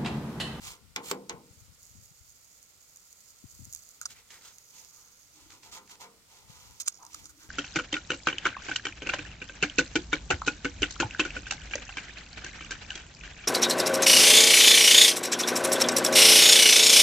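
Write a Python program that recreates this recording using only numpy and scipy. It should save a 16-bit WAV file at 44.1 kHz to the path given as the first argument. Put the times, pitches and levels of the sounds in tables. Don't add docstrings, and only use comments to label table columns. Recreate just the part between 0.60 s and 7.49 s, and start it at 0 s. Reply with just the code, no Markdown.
import sys
import numpy as np
from scipy import signal
from scipy.fft import rfft, irfft
from scipy.io import wavfile
from scipy.ndimage import uniform_filter1d

SR = 44100
rng = np.random.default_rng(int(sys.argv[2]) if len(sys.argv) > 2 else 0)


def waveform_to_disk(signal):
    frames = np.transpose(np.atleast_2d(signal))
    scaled = np.clip(frames, -1, 1) * 32767
    samples = np.round(scaled).astype(np.int16)
    wavfile.write(sys.argv[1], SR, samples)


N = 303849
TIME = np.arange(N) / SR

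# f/Hz, level/dB
ROOM_EQ = [(20, 0.5), (70, 5), (200, 0), (350, -4.5), (500, 0.5), (700, -2), (1000, -0.5), (1200, -0.5),
           (1380, 2), (1600, -4.5), (2000, -2), (5000, -1.5), (6600, -7.5), (9000, 1), (15000, -1.5)]
# t/s, level/dB
DRONE_SWELLS = [(4.7, -80), (4.84, -65), (5.1, -76), (5.45, -78.5), (6.35, -92), (6.62, -65.5), (6.73, -72),
                (6.88, -61.5)]
# peak t/s, level/dB
DRAUGHT_GUSTS = [(0.05, -52.5), (0.24, -53.5), (0.75, -54.5), (1.08, -55.5), (1.39, -54), (1.71, -63),
                 (3.02, -54), (3.5, -59), (4.87, -57.5), (5.1, -58.5), (5.9, -56), (6.08, -53), (6.62, -58),
                 (6.87, -58)]
# t/s, level/dB, f/Hz
PORT_EDDIES = [(0.744, -42.5, 125), (0.913, -46.5, 103), (0.979, -48, 88.6), (1.022, -46.5, 96),
               (1.099, -50, 84.6), (1.123, -50.5, 148), (1.227, -53, 80), (1.355, -48.5, 192),
               (1.39, -43.5, 100), (1.425, -49, 125), (1.516, -50.5, 130), (1.614, -50, 81),
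               (2.843, -39, 226), (2.856, -41, 104), (2.995, -44, 220), (3.007, -37, 101),
               (3.019, -45, 210), (3.032, -42.5, 100), (3.072, -48, 205), (3.084, -44.5, 99),
               (5.902, -45, 146)]
# f/Hz, level/dB
DRAUGHT_EQ = [(20, -41), (50, 5), (90, 5), (160, -3.5), (280, -15), (500, -31.5), (1500, -40)]

# f/Hz, level/dB
PANEL_MODES = [(166, -9), (198, -9), (231, -11.5), (264, -11), (297, -8), (351, -8), (405, -5), (468, 2),
               (515, -2), (555, -9), (701, -3), (858, -9), (1049, 0.5), (1361, -7.5), (2164, -6),
               (2274, -7)]
# f/Hz, level/dB, t60/s
PANEL_WASH = [(100, -14, 1.0), (171, -0.5, 1), (315, 6.5, 0.53), (487, 9, 0.54), (634, -4, 0.33),
              (880, 8.5, 0.34), (1620, -1.5, 0.16), (2200, -1.5, 0.15), (4000, -2.5, 0.089),
              (7960, -30, 0.052), (13970, -28, .04)]
# t/s, crack/dB, edge/dB, blade note f/Hz, blade/dB, clack f/Hz, clack/dB,
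# thud/dB, singing note f/Hz, singing note/dB, panel ring/dB, low drum boost/dB
DOOR_KNOCKS = [(0.3622, -13.5, -23, 3450, -30, 2260, -22, -63, 291, -57, -39.5, -8.5),
               (0.5135, -8, -10.5, 7300, -32, 1110, -19.5, -32.5, 486, -40, -42, 1),
               (0.6958, -16.5, -50, 6300, -36, 1020, -44, -44, 472, -47, -42.5, -4.5)]
# f/Hz, level/dB
CRACK_EQ = [(100, -27), (400, -1), (1200, 5), (3000, 1.5), (5000, 3.5), (8000, -0.5), (11000, -13.5),
            (15000, -8)]
# f/Hz, level/dB
EDGE_EQ = [(3000, -25), (7000, 3), (10000, 0.5), (12000, 0.5), (14200, 4.5), (16000, -6.5)]

# t/s, level/dB
SQUEAK_SWELL = [(6.41, -54), (6.435, -51.5), (6.48, -60.5)]
# t/s, level/dB, decay/s
PAPER_SNAGS = [(3.4995, -57, .008), (3.6885, -58, .004), (3.704, -45.5, 0.013), (3.811, -52, .005),
               (4.9033, -41.5, 0.0031), (4.92, -47, .004), (5.032, -43, 0.0045), (5.1733, -45, 0.0034),
               (5.275, -50, 0.0046), (5.2955, -46, .004), (5.354, -47, .003)]
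# f/Hz, level/dB
SNAG_EQ = [(300, -15), (1000, -1.5), (2600, 2.5), (7000, -3.5), (15000, -30)]
# start/s, peak/s, end/s, hiss/dB, rasp/dB, body/dB
PAINT_SWIPES = [(-0.02, 0.071, 0.19, -54, -53.5, -55.5), (0.409, 0.502, 0.52, -50.5, -46.5, -55.5),
                (6.548, 6.645, 6.73, -92, -71, -73)]
# start/s, end/s, hiss/dB, body/dB, body f/Hz
PAPER_STROKES = [(3.474, 3.547, -59, -69, 1500), (3.52, 3.642, -68, -63, 2060),
                 (3.688, 3.827, -62, -57.5, 1820), (3.799, 3.96, -61.5, -63, 1380),
                 (4.101, 4.32, -65, -67, 940), (4.252, 4.65, -78, -70.5, 1300),
                 (4.706, 4.965, -68.5, -69, 1050), (4.884, 5, -64.5, -61, 1090),
                 (5.015, 5.129, -62, -58.5, 970), (5.11, 5.204, -53.5, -55.5, 1040),
                 (5.153, 5.207, -68, -52.5, 960), (5.277, 5.38, -60.5, -58.5, 1020),
                 (5.392, 5.482, -57.5, -49, 940), (5.659, 5.94, -68.5, -65.5, 890),
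                 (5.86, 6.33, -65.5, -63.5, 1050), (6.486, 6.7, -63, -67.5, 1130),
                 (6.777, 6.902, -67.5, -60.5, 1470)]
# t/s, delay at the right port/s
HAND_DRIFT = [(3.8, 0.000062), (5.3, 0.00015), (6.7, .00017)]
# f/Hz, level/dB
RUB_EQ = [(150, -5), (700, -8), (1600, -7), (3000, 1.5), (7000, -0.5), (10000, -5), (15000, -12.5)]
# f/Hz, level/dB
DRAG_EQ = [(180, -10.5), (400, -1.5), (950, -1), (2200, -3.5)]

# t/s, level/dB
SHEET_SLIPS = [(6.231, -41.5), (6.3245, -43), (6.343, -44), (6.354, -47), (6.365, -49), (6.375, -47),
               (6.3865, -53), (6.402, -58), (6.4285, -46), (6.466, -47), (6.523, -50), (6.533, -43),
               (6.643, -44)]
# f/Hz, level/dB
SLIP_EQ = [(1000, -8), (3500, -31), (5000, -0.5), (6800, -2), (8200, -17), (15000, -29)]
# t/s, level/dB, f/Hz
FOLD_POPS = [(3.457, -24, 5800), (3.4587, -25, 5300), (6.2788, -25, 7500), (6.2822, -11.5, 7000)]
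# start/s, end/s, crackle/dB, hollow note/dB, fizz/dB
BUCKLES = [(3.4128, 3.418, -42, -45.5, -39), (3.418, 3.44, -48.5, -55, -47), (3.4543, 3.467, -35, -43, -52),
           (6.1985, 6.2244, -35, -61, -35), (6.256, 6.309, -44, -62, -56), (6.274, 6.284, -34.5, -57, -44),
           (6.2774, 6.281, -27.5, -42, -38), (6.2812, 6.284, -23, -58, -25), (6.429, 6.437, -57, -53, -53),
           (6.544, 6.549, -36, -44, -47), (6.654, 6.674, -50, -65, -56), (6.691, 6.716, -56, -62.5, -48.5)]
# t/s, snap/dB, edge/dB
LOUD_TICKS = [(1.231, -45, -31), (2.0287, -44, -31), (2.3606, -43, -29.5), (2.3716, -43, -29.5),
              (2.5284, -33, -29), (3.0475, -39, -29.5), (3.053, -37, -26), (3.127, -33, -20.5),
              (3.135, -24, -21), (3.149, -24, -15.5), (3.1617, -19, -39), (3.2898, -35, -29.5),
              (3.4145, -22, -16.5), (3.9842, -24.5, -33), (4.1095, -30, -40), (4.2482, -25, -38),
              (4.347, -33, -38), (6.11, -40, -36.5), (6.451, -25, -32), (6.4658, -24, -38),
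              (6.547, -26, -40), (6.6563, -21.5, -38)]
# f/Hz, level/dB
PAPER_EQ = [(300, -26), (1500, -14), (3500, -3), (5600, 2), (7500, 4.5), (10000, 1.5), (15000, -13)]
# t/s, level/dB
PEEL_PULL = [(0.85, -66), (0.93, -60), (1.1, -65.5), (1.23, -57.5), (1.75, -59), (2.25, -59), (2.8, -57.5),
             (3.18, -54), (3.39, -61.5), (3.6, -69), (3.95, -61.5), (4.18, -54.5), (4.3, -56),
             (4.42, -57.5), (4.72, -61), (4.87, -66), (5.6, -77), (6.15, -62.5), (6.36, -70), (6.49, -62),
             (6.56, -62), (6.67, -59), (6.75, -77), (6.82, -54.5), (6.88, -58)]
# t/s, f/Hz
FLAP_NOTE = [(0.9, 7100), (3.2, 7200), (4.1, 6440), (6.8, 5900)]
# f/Hz, level/dB
GLUE_EQ = [(800, -16), (2500, -24), (4000, -7.5), (4500, 3.5), (5000, 0), (7000, -2), (10000, 2.5),
           (12500, 4.5), (15000, 6.5)]

# f/Hz, level/dB
SHADOW_EQ = [(8000, 0), (11000, -10), (15000, -7.5)]
# f/Hz, level/dB
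LEFT_EQ = [(300, 2), (1050, 0.5), (1350, 4), (1650, 0), (2150, 5.5), (2700, 0.5), (4500, 3.5), (5300, 2.5),
           (6400, -3), (7500, 0.5), (8700, -1), (9800, -4.5), (13000, -2), (16000, -7.5)]
# f/Hz, level/dB
RIGHT_EQ = [(300, 2), (1150, -1), (1450, 1.5), (1800, 1.5), (3000, 2), (4700, 3), (5750, 8), (6130, 5),
            (6600, 14), (7050, 8), (7450, 7), (8200, 3.5), (10200, -8.5), (13000, -5.5), (16000, -8.5)]

SWIPE_HZ, SWIPE_LAG_S = 1080, 0.00019
FIRM_DB, FIRM_ATTACK_S, ATTACK_DOUBLES_DB = -53, 0.023, 8
DOOR_DB_PER_OCTAVE = -6.5
BLADE_T60_S, CLACK_T60_S = .012, 0.0095
THUD_HZ, THUD_T60_S, SING_T60_S = 406.5, 0.17, 0.38
LEAD_IN_DB, LEAD_IN_S = -19, 0.0013


def undb(db):
    return 10 ** (np.asarray(db) / 20)


def along(hz, points, axis=1):
    points = np.array(points)
    return np.interp(np.log(np.maximum(hz, 1)), np.log(points[:, 0]), points[:, axis])


def convolve(x, response):
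    return np.apply_along_axis(lambda v: signal.oaconvolve(v, response)[:len(v)], -1, x)


def colour(x, points, keep_power=True, size=4096):
    bins_hz = np.arange(size // 2 + 1) * SR / size
    cepstrum = irfft(np.log(undb(along(bins_hz, points))))
    cepstrum[1:size // 2] *= 2
    cepstrum[size // 2 + 1:] = 0
    response = irfft(np.exp(rfft(cepstrum)))
    return convolve(x, response / np.linalg.norm(response) if keep_power else response)


def resonate(x, hz, width_hz):
    t = TIME[:SR // 20]
    response = t * np.exp(-np.pi * width_hz * t) * np.sin(2 * np.pi * hz * t)
    return convolve(x, response / np.linalg.norm(response))


def grains(per_s, spread_db, aim=1.0):
    size = undb(spread_db * np.minimum(rng.exponential(size=N), np.log(100)))
    clicks = (rng.random(N) < per_s / SR) * size * rng.choice([-1, 1], N)
    stereo = clicks * (1 + aim * rng.standard_normal((2, N)))
    return stereo / np.std(stereo)


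def walk(per_s):
    hold = max(int(SR / per_s), 1)
    held = rng.standard_normal(N)[np.arange(N) // hold]
    return np.sqrt(2) * uniform_filter1d(uniform_filter1d(held, hold), hold)


def follow(table, fade_s):
    s, db = np.transpose(table)
    return np.interp(TIME, np.r_[s[0] - fade_s, s, s[-1] + fade_s], np.r_[0, undb(db), 0])


def add(track, s, sound):
    i = int(np.clip(s * SR, 0, N - 1))
    track[..., i:i + sound.shape[-1]] += sound[..., :N - i]


def shade(x):
    return np.array([x[0], colour(x[1], SHADOW_EQ, keep_power=False)])


def arrive(x, lag_s, scatter_db, scatter_s):
    t = TIME[:SR // 16]
    ports = []
    for side, delay_s in zip(x, (0, lag_s)):
        paths = rng.standard_normal(len(t)) * np.exp(-t / scatter_s) * (t > 1 / 1000)
        paths *= undb(scatter_db) / np.linalg.norm(paths)
        paths[int(round(delay_s * SR))] += 1
        ports.append(convolve(side, paths))
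    return np.array(ports)


def room_tone(level_db, shared_hz):
    noise = rng.standard_normal((3, N))
    low = signal.butter(1, shared_hz, fs=SR, output="sos")
    high = signal.butter(1, shared_hz, "high", fs=SR, output="sos")
    ports = signal.sosfilt(low, noise[2]) + signal.sosfilt(high, noise[:2])
    return colour(ports, ROOM_EQ) * undb(level_db + .5 * walk(2.75))


def drone(level_db):
    band = resonate(rng.standard_normal(N), hz=304, width_hz=61)
    return follow(DRONE_SWELLS, fade_s=0.089) * undb(level_db) * band


def draught(level_db, flutter_db, calm_db=-73, rise_s=0.082, fall_s=0.1, eddy_cycles=0.72):
    flow = np.full(N, undb(calm_db))
    for s, db in DRAUGHT_GUSTS:
        gust = undb(db) * np.exp(-np.maximum((s - TIME) / rise_s, (TIME - s) / fall_s))
        flow = np.maximum(flow, gust)
    flow *= undb(level_db + flutter_db * walk(8.4))
    air = flow * colour(rng.standard_normal((2, N)), DRAUGHT_EQ)
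    for s, db, hz in PORT_EDDIES:
        cycles = (TIME - s) * hz
        air += undb(db) * np.exp(-(cycles / eddy_cycles) ** 2) * np.cos(2 * np.pi * cycles)
    return air * undb([[0], [-24.0]])


def squeaking():
    judder = follow(SQUEAK_SWELL, fade_s=0.034) * grains(per_s=3200, spread_db=2.0, aim=0.74)
    return resonate(judder, hz=943, width_hz=260)


def snagging(level_db, rise_s=.0008):
    bursts, t = np.zeros(N), TIME[:SR // 20]
    for s, db, decay_s in PAPER_SNAGS:
        add(bursts, s, undb(db + level_db) * np.minimum(t / rise_s, 1) * np.exp(-t / decay_s))
    return colour(bursts * grains(per_s=6900, spread_db=0.5, aim=0.41), SNAG_EQ)


def door_ring(drum_db, modes_db, wash_db, wide_above_hz=1200):
    t = TIME[:SR * 3 // 4]
    drum = lambda hz: undb(drum_db * np.exp(-(np.log2(hz / 380) / 1.17) ** 2))
    fade = lambda hz: np.exp(-np.log(1000) * t / along(hz, PANEL_WASH, axis=2))
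    ring = np.zeros((2, len(t)))
    strike = rng.uniform(-0.99, 1, (len(PANEL_MODES), 3))
    for (hz, db), (size, detune, phase) in zip(PANEL_MODES, strike):
        wave = np.sin(2 * np.pi * (hz * (1 + 0.0068 * detune) * t + phase))
        ring += undb(modes_db + db + 2 * size) * drum(hz) * fade(hz) * wave
    for hz in np.geomspace(110, 14000, 22):
        band = signal.butter(3, [hz / 1.12, hz * 1.12], "band", fs=SR, output="sos")
        noise = rng.standard_normal((3, len(t)))
        stereo = (wide_above_hz * noise[2] + hz * noise[:2]) / np.hypot(wide_above_hz, hz)
        wash = signal.sosfilt(band, stereo)
        ring += undb(wash_db + along(hz, PANEL_WASH)) * drum(hz) * fade(hz) * wash
    return ring


def hand_moves(paper_rasp_db=-5.5):
    moves = [(*swipe, SWIPE_HZ, SWIPE_LAG_S) for swipe in PAINT_SWIPES]
    for start, end, hiss_db, body_db, hz in PAPER_STROKES:
        lightness_db = max(FIRM_DB - max(hiss_db, body_db), 0)
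        attack_s = min(FIRM_ATTACK_S * 2 ** (lightness_db / ATTACK_DOUBLES_DB), (end - start) / 2)
        lag_s = np.interp(start, *np.transpose(HAND_DRIFT))
        moves.append((start, start + attack_s, end, hiss_db, hiss_db + paper_rasp_db, body_db, hz, lag_s))
    return moves


def rubbing(hiss_db, grit_db, rasp_db, body_db, door_db):
    fibres = grains(per_s=10000, spread_db=1.5) * undb(1.7 * walk(200) + 0.45 * walk(45))
    fibres += undb(grit_db) * grains(per_s=290, spread_db=1.0, aim=0.81)
    drag = grains(per_s=12000, spread_db=2.1, aim=0.43)
    hiss, rasp, body, panel = np.zeros((4, 2, N))
    for start, peak, end, stroke_db, bright_db, hum_db, hz, lag_s in hand_moves():
        span = slice(max(int(start * SR), 0), int(end * SR) + SR // 50)
        ramp = np.interp(TIME[span], [start, peak, end], [0, 1, 0])
        press = np.sin(np.pi / 2 * ramp) ** 1.7
        lag = int(round(lag_s * SR))
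        catch, push = (press * np.array([x[0, span], np.roll(x[1, span], lag)]) for x in (fibres, drag))
        hiss[:, span] += undb(stroke_db + hiss_db) * catch
        rasp[:, span] += undb(bright_db + rasp_db) * catch
        body[:, span] += undb(hum_db + body_db) * resonate(push, hz, width_hz=0.5 * hz)
        panel[:, span] += undb(hum_db + door_db + DOOR_DB_PER_OCTAVE * np.log2(hz / SWIPE_HZ)) * push
    ring = colour(door_ring(drum_db=-11.5, modes_db=-5.5, wash_db=6.0)[0], DRAG_EQ)
    door = convolve(panel, ring / np.linalg.norm(ring))
    return colour(hiss, RUB_EQ) + colour(rasp, EDGE_EQ) + body + door


def knocking(chatter_db, chatter_s):
    cracks, edges, rings = np.zeros((3, 2, N))
    t = TIME[:SR // 4]
    mode = lambda hz, t60_s: np.cos(2 * np.pi * hz * t) * np.exp(-np.log(1000) * t / t60_s)
    for (s, crack_db, edge_db, blade_hz, blade_db, clack_hz, clack_db,
         thud_db, sing_hz, sing_db, ring_db, drum_db) in DOOR_KNOCKS:
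        contact = undb(chatter_db) * np.exp(-t / chatter_s) * rng.standard_normal((2, len(t)))
        contact[:, 0] = 1
        lead_in = np.exp(-t[::-1] / LEAD_IN_S) * rng.standard_normal(len(t))
        add(cracks, s - t[-1], undb(crack_db + LEAD_IN_DB) * lead_in)
        add(cracks, s, undb(crack_db) * contact)
        add(edges, s, undb(edge_db) * contact)
        add(rings, s, undb(clack_db) * mode(clack_hz, CLACK_T60_S))
        add(rings, s, undb(blade_db) * mode(blade_hz, BLADE_T60_S))
        add(rings, s, undb(thud_db) * mode(THUD_HZ, THUD_T60_S))
        add(rings, s, undb(sing_db) * mode(sing_hz, SING_T60_S))
        add(rings, s, undb(ring_db) * door_ring(drum_db, modes_db=-5.0, wash_db=10))
    return colour(cracks, CRACK_EQ) + colour(edges, EDGE_EQ) + rings


def slipping(level_db, half_width_s=0.0033):
    bursts = sum(undb(db + level_db) * np.exp(-((TIME - s) / half_width_s) ** 2) for s, db in SHEET_SLIPS)
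    return colour(bursts * grains(per_s=15000, spread_db=4.0, aim=0.32), SLIP_EQ)


def popping(half_width_s=.00033):
    pops = np.zeros(N)
    for s, db, hz in FOLD_POPS:
        t = TIME - s
        pops += undb(db) * np.exp(-(t / half_width_s) ** 2) * np.cos(2 * np.pi * hz * t)
    return pops


def crinkling(run_db, note_db, fizz_db, rise_share, fall_power):
    runs, flexing, fizzing = np.zeros((3, N))
    for start, end, crackle_db, hollow_db, top_db in BUCKLES:
        progress = np.linspace(0, 1, max(int((end - start) * SR), SR // 1000))
        run = np.minimum(progress / rise_share, 1) * (1 - progress) ** fall_power
        add(runs, start, undb(crackle_db + run_db) * run)
        add(flexing, start, undb(hollow_db + note_db) * run)
        add(fizzing, start, undb(top_db + fizz_db) * run)
    creases = grains(per_s=9000, spread_db=2.5, aim=0.5)
    hollow = resonate(flexing * grains(per_s=7000, spread_db=1.5, aim=0.94), hz=1340, width_hz=440)
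    return colour(runs * creases, PAPER_EQ) + colour(fizzing * creases, EDGE_EQ) + hollow


def ticking(snap_db, edge_db, stray_per_s, stray_db, stray_edge_db):
    triggers = rng.random(N) < stray_per_s / SR
    snaps = triggers * follow(PEEL_PULL, fade_s=.03) * undb(stray_db + 2 * rng.standard_normal(N))
    edges = undb(stray_edge_db) * snaps
    for s, db, sharp_db in LOUD_TICKS:
        add(snaps, s, undb([db + snap_db]))
        add(edges, s, undb([sharp_db + edge_db]))
    return colour(snaps, PAPER_EQ) + colour(edges, EDGE_EQ)


def peeling(level_db, uneven_db, surge_db, flap_db, flap_width_hz=1100):
    pull = follow(PEEL_PULL, fade_s=0.033) * undb(level_db + uneven_db * walk(70) + surge_db * walk(15))
    snaps = pull * grains(per_s=3000, spread_db=1.5)
    flap_hz = np.interp(TIME, *np.transpose(FLAP_NOTE))
    carrier = np.exp(2j * np.pi * np.cumsum(flap_hz) / SR)
    pole = np.exp(-np.pi * flap_width_hz / SR)
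    flap = np.real(carrier * signal.lfilter([np.sqrt(2 * (1 - pole ** 2))], [1, -pole], snaps / carrier))
    return colour(snaps + undb(flap_db) * flap, GLUE_EQ)


def scene():
    creases = crinkling(run_db=-1.0, note_db=0.8, fizz_db=-5.0, rise_share=0.11, fall_power=0.51)
    creases += popping()
    creases += ticking(snap_db=-5.5, edge_db=3.0, stray_per_s=12, stray_db=12, stray_edge_db=2)
    paper = peeling(level_db=-1.5, uneven_db=1.5, surge_db=1.2, flap_db=-5.0)
    paper += slipping(level_db=-9.5) + shade(creases)
    paper = arrive(paper, lag_s=0.00015, scatter_db=-13, scatter_s=.006)
    strokes = rubbing(hiss_db=6.0, grit_db=-10.5, rasp_db=3.0, body_db=-2.0, door_db=-2.0)
    strokes += snagging(level_db=-4.5) + squeaking()
    strokes = arrive(strokes, lag_s=0, scatter_db=-11, scatter_s=.015)
    knocks = shade(knocking(chatter_db=-20.5, chatter_s=0.0052))
    knocks = arrive(knocks, lag_s=0.0002, scatter_db=-13.5, scatter_s=0.019)
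    bed = draught(level_db=-2.0, flutter_db=2.0) + drone(level_db=-4.0)
    bed += room_tone(level_db=-61.5, shared_hz=740)
    return bed + strokes + knocks + paper


def record(dry):
    ports = [colour(x, eq, keep_power=False) for x, eq in zip(dry, (LEFT_EQ, RIGHT_EQ))]
    high_cut = signal.ellip(10, .2, 70, 16100, fs=SR, output="sos")
    return signal.sosfilt(high_cut, ports)


dry = scene()
out = record(dry)
waveform_to_disk(out)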